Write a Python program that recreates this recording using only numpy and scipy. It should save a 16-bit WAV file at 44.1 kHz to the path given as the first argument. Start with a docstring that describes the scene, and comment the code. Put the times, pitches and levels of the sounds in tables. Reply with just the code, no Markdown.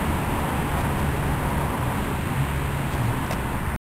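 """An open grassy field. From the start, wind rumbles and hisses over the tyre wash of a distant road,
where an engine drones and slowly sinks in pitch, beside a rougher vehicle and a faint hum.
From 0.8 s a man steps through the grass; at 3.3 s he claps a light wooden boomerang between his hands.
A slow sample-and-hold mirrors all this into a thin fizz, and the sound stops shortly before the end."""
import sys
import numpy as np
from scipy.fft import rfft, irfft, next_fast_len
from scipy.io import wavfile
from scipy.ndimage import map_coordinates

SR = 44100
rng = np.random.default_rng(int(sys.argv[2]) if len(sys.argv) > 2 else 0)


def file_out(sig):
    """Save sig as 16-bit WAV at sys.argv[1]."""
    # one column per channel
    cols = np.atleast_2d(sig).T
    # limit, then scale
    lim = np.clip(cols, -1, 1)
    pcm = np.round(lim * 32767).astype(np.int16)
    wavfile.write(sys.argv[1], SR, pcm)


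N = 176400
TIME_S = np.arange(N) / SR
HOLD_SAMPLES = 4


def amp(db):
    """Amplitude ratio: tenfold for every 20 dB."""
    return 10 ** (np.asarray(db) / 20)


def unit_rms(x):
    """Normalisation to an rms of 1."""
    return x / np.sqrt(np.mean(x ** 2) + 1e-20)


def curves(rows):
    """Linear interpolation in time of each column after the first."""
    time_s, *columns = np.transpose(rows)
    return [np.interp(TIME_S, time_s, column) for column in columns]


def wobble(rate_hz):
    """Slow random modulation: a spline through Gaussian knots."""
    return map_coordinates(rng.standard_normal(400), [TIME_S * rate_hz + 2], mode="wrap")


def filtered(x, response):
    """Linear filtering: the spectrum is multiplied by a frequency response."""
    size = next_fast_len(N + 8192)
    return irfft(rfft(x, size) * response(np.fft.rfftfreq(size, 1 / SR)), size)[:N]


def noise(spectrum):
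    """Spectral shaping of white noise, to rms 1, below the sample-and-hold's Nyquist frequency."""
    points_hz, points_db = np.transpose(spectrum)

    def colour(hz):
        gain_db = np.interp(np.log(hz + 1), np.log(points_hz + 1), points_db)
        return amp(gain_db) * (hz < SR / HOLD_SAMPLES / 2)
    return unit_rms(filtered(rng.standard_normal(N), colour))


def narrowband(centre_hz, width_hz):
    """Quadrature modulation: two slow noises on a carrier form a band of rms 1."""
    phase = 2 * np.pi * np.cumsum(centre_hz * np.ones(N)) / SR
    lowpass = lambda hz: 1 / (1 + (2 * hz / width_hz) ** 2)
    in_phase, quadrature = (filtered(rng.standard_normal(N), lowpass) for _ in range(2))
    return unit_rms(in_phase * np.cos(phase) + quadrature * np.sin(phase))


def swell(peak_s, level_db, sigma_s):
    """A Gaussian envelope."""
    return amp(level_db) * np.exp(-.5 * ((TIME_S - peak_s) / sigma_s) ** 2)


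def impact(start_s, level_db, t60_s, attack_s=.00045):
    """Damping: a contact's envelope rises fast, then decays exponentially."""
    age_s = np.maximum(TIME_S - start_s, 0)
    return amp(level_db - 60 * age_s / t60_s) * (1 - np.exp(-age_s / attack_s))


# strength of the rumble: time_s, level_db
RUMBLE_LEVELS = [(0, -28.5), (.9, -27.5), (1.8, -28), (2.15, -28), (2.6, -32), (3.05, -27.5), (3.4, -29.5),
                 (3.75, -29.5)]
# its spectrum: frequency_hz, density_db
RUMBLE_SPECTRUM = [(8, -25.5), (20, -1.5), (50, -3.5), (66, 2.5), (82, 3), (100, -4), (180, -2), (240, -7),
                   (300, -13), (450, -20), (800, -26), (2000, -57.5)]
def wind_rumble():
    """Turbulence: low-frequency noise whose level wavers at random."""
    level_db, = curves(RUMBLE_LEVELS)
    return amp(level_db + .5 * wobble(14)) * noise(RUMBLE_SPECTRUM)


# strength of the hiss and of its hollow middle band: time_s, hiss_db, hollow_db
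HISS_LEVELS = [(0, -35, -39.5), (.6, -36, -44), (1.2, -37, -39), (1.8, -37.5, -43), (2.4, -36, -42),
               (3.2, -38, -41), (3.5, -38, -42.5), (3.62, -40.5, -38.5), (3.75, -42.5, -37)]
# their spectra: frequency_hz, density_db
HISS_SPECTRUM = [(300, -7), (1000, -4.5), (1500, -1.5), (2000, -3), (2700, -4), (3400, -9.5), (4200, -16.5),
                 (5400, -26.5)]
HOLLOW_SPECTRUM = [(800, -28.5), (1250, -5.5), (1500, -2), (1900, -3.5), (2300, -10), (3200, -27)]
def wind_hiss():
    """Broadband flow noise, turning hollow at the end as its middle band dominates."""
    hiss_db, hollow_db = curves(HISS_LEVELS)
    flutter = amp(.3 * wobble(8.5))
    return flutter * (amp(hiss_db) * noise(HISS_SPECTRUM) + amp(hollow_db) * noise(HOLLOW_SPECTRUM))


# wash of the road: time_s, level_db, resonance_hz
ROAD_WASH = [(0, -30.5, 870), (.35, -30, 900), (.53, -28, 870), (.66, -30, 870), (.78, -28.5, 870),
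             (1.1, -32, 900), (1.6, -30.5, 970), (2.1, -32, 990), (2.5, -35, 990), (3.1, -33, 980),
             (3.75, -33.5, 990)]
# tyre spectrum: frequency_hz, density_db
TYRE_SPECTRUM = [(100, -18), (300, -4.5), (500, -6.5), (700, -5), (1000, -3), (1300, -10.5), (2000, -18),
                 (4000, -38.5)]
def road():
    """Rolling noise of far tyres: a broad wash with one drifting resonance."""
    level_db, resonance_hz = curves(ROAD_WASH)
    wash = unit_rms(noise(TYRE_SPECTRUM) + amp(-6) * narrowband(resonance_hz, width_hz=310))
    return amp(level_db + .8 * wobble(18)) * wash


# running of the distant engine: time_s, firing_hz, level_db, brightness_db
ENGINE_RUN = [(0, 76, -35.5, 0.5), (.3, 72.05, -34, 2.5), (.65, 71.45, -29, -4), (1.25, 70.7, -30, -1.5),
              (1.6, 70.92, -36, 2.5), (2.05, 70.07, -38.5, 5.5), (2.35, 69.45, -33.5, -3.5),
              (2.8, 69, -29, -5.5), (3.15, 67.3, -37, 1.5), (3.45, 64.44, -30.5, -6), (3.75, 65, -36.5, -6)]
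# exhaust tones: harmonic_number, relative_db
EXHAUST_HARMONICS = [(1, -8), (2, -1.5), (3, -9.5), (4, -9.5), (5, -14.5), (6, -16.5)]
# exhaust noise: frequency_hz, density_db
ROAR_SPECTRUM = [(120, -22.5), (200, 3), (280, 4.5), (380, 1), (520, -9), (900, -24.5)]
def engine():
    """Periodic firing gives a harmonic series over a roar; each harmonic fades in the moving air."""
    firing_hz, level_db, brightness_db = curves(ENGINE_RUN)
    phase = 2 * np.pi * np.cumsum(firing_hz * (1 + .002 * wobble(13))) / SR
    exhaust = amp(brightness_db - 5.5) * noise(ROAR_SPECTRUM)
    for harmonic, relative_db in EXHAUST_HARMONICS:
        fading_db = 1.25 if harmonic == 2 else 2.5  # the strongest is the steadiest
        rms = amp(relative_db + brightness_db * (harmonic > 2) + fading_db * wobble(5))
        exhaust += np.sqrt(2) * rms * np.sin(harmonic * phase + rng.uniform(0, 2 * np.pi))
    return amp(level_db) * exhaust


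# drone of the second vehicle: time_s, pitch_hz, level_db
VEHICLE_DRONE = [(0, 123.5, -48), (.9, 122, -40), (1.15, 122.7, -37.5), (1.9, 124, -32), (2.12, 124.4, -49),
                 (2.4, 120.3, -27.5), (2.6, 119.7, -47.5), (3.08, 116.5, -26), (3.35, 118, -40.5),
                 (3.75, 118, -44)]
def rough_vehicle():
    """Beating within a narrow noise band roughens a drone that swells and fades."""
    pitch_hz, level_db = curves(VEHICLE_DRONE)
    return amp(level_db) * narrowband(pitch_hz, width_hz=5.9)


def hum():
    """A very narrow noise band is heard as a faint, steady pitch."""
    return amp(-51.5) * narrowband(560, width_hz=1.4)


# gusts: peak_s, level_db, sigma_s, centre_hz
GUSTS = [(0.143, -24.5, 0.043, 72), (0.316, -29.5, 0.036, 90), (2.405, -25, 0.026, 130),
         (3.02, -31, .04, 70)]
def wind_buffets():
    """Brief pressure fluctuations of gusts thump in the low end."""
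    return sum(swell(peak_s, level_db, sigma_s) * narrowband(centre_hz, width_hz=15)
               for peak_s, level_db, sigma_s, centre_hz in GUSTS)


# shoes brushing the grass: peak_s, level_db, sigma_s
FOOTFALLS = [(.8, -44, .02), (0.999, -42, 0.0048), (2.936, -41, .016), (3.031, -49, .05)]
# swish spectrum: frequency_hz, density_db
GRASS_SPECTRUM = [(500, -13.5), (2500, -1), (4000, -2), (5400, -8)]
def steps():
    """Friction of shoes on dry grass gives short, bright swishes."""
    return sum(swell(*footfall) for footfall in FOOTFALLS) * noise(GRASS_SPECTRUM)


# hands closing on the wood: start_s, level_db, t60_s
SLAPS = [(3.263, -32.5, .025), (3.3078, -21.5, 0.02), (3.3115, -25.5, 0.023), (3.3237, -27, 0.05),
         (3.3313, -33.5, 0.053)]
# slap spectrum: frequency_hz, density_db
SLAP_SPECTRUM = [(150, -22.5), (600, 5.5), (1000, -0.5), (1500, -4.5), (2200, -1), (3500, -7.5), (4500, -9),
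                 (5400, -5)]
# hollow thuds of the palms: start_s, level_db
PALM_THUDS = [(3.311, -31), (3.331, -28)]
def boomerang_clap():
    """Impact noise: dry slaps as the hands trap the wood, over the palms' damped resonance."""
    slaps = sum(impact(*slap) for slap in SLAPS)
    thuds = sum(impact(*thud, t60_s=.066) for thud in PALM_THUDS)
    return slaps * noise(SLAP_SPECTRUM) + thuds * narrowband(817, width_hz=450)


def scene():
    """Superposition: the pressures of all sources add at one point."""
    wind = wind_rumble() + wind_hiss() + wind_buffets()
    return (wind + road() + engine() + rough_vehicle() + hum() + boomerang_clap() + steps())[None]


def record(dry):
    """A zero-order hold mirrors the spectrum into the treble; a stop and a band limit follow."""
    stop_s, cutoff_hz = 3.763, 15700
    held = np.repeat(dry[0, ::HOLD_SAMPLES], HOLD_SAMPLES)[:N]
    return filtered(held * (TIME_S < stop_s), lambda hz: hz < cutoff_hz)[None]


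dry = scene()
out = record(dry)
file_out(out)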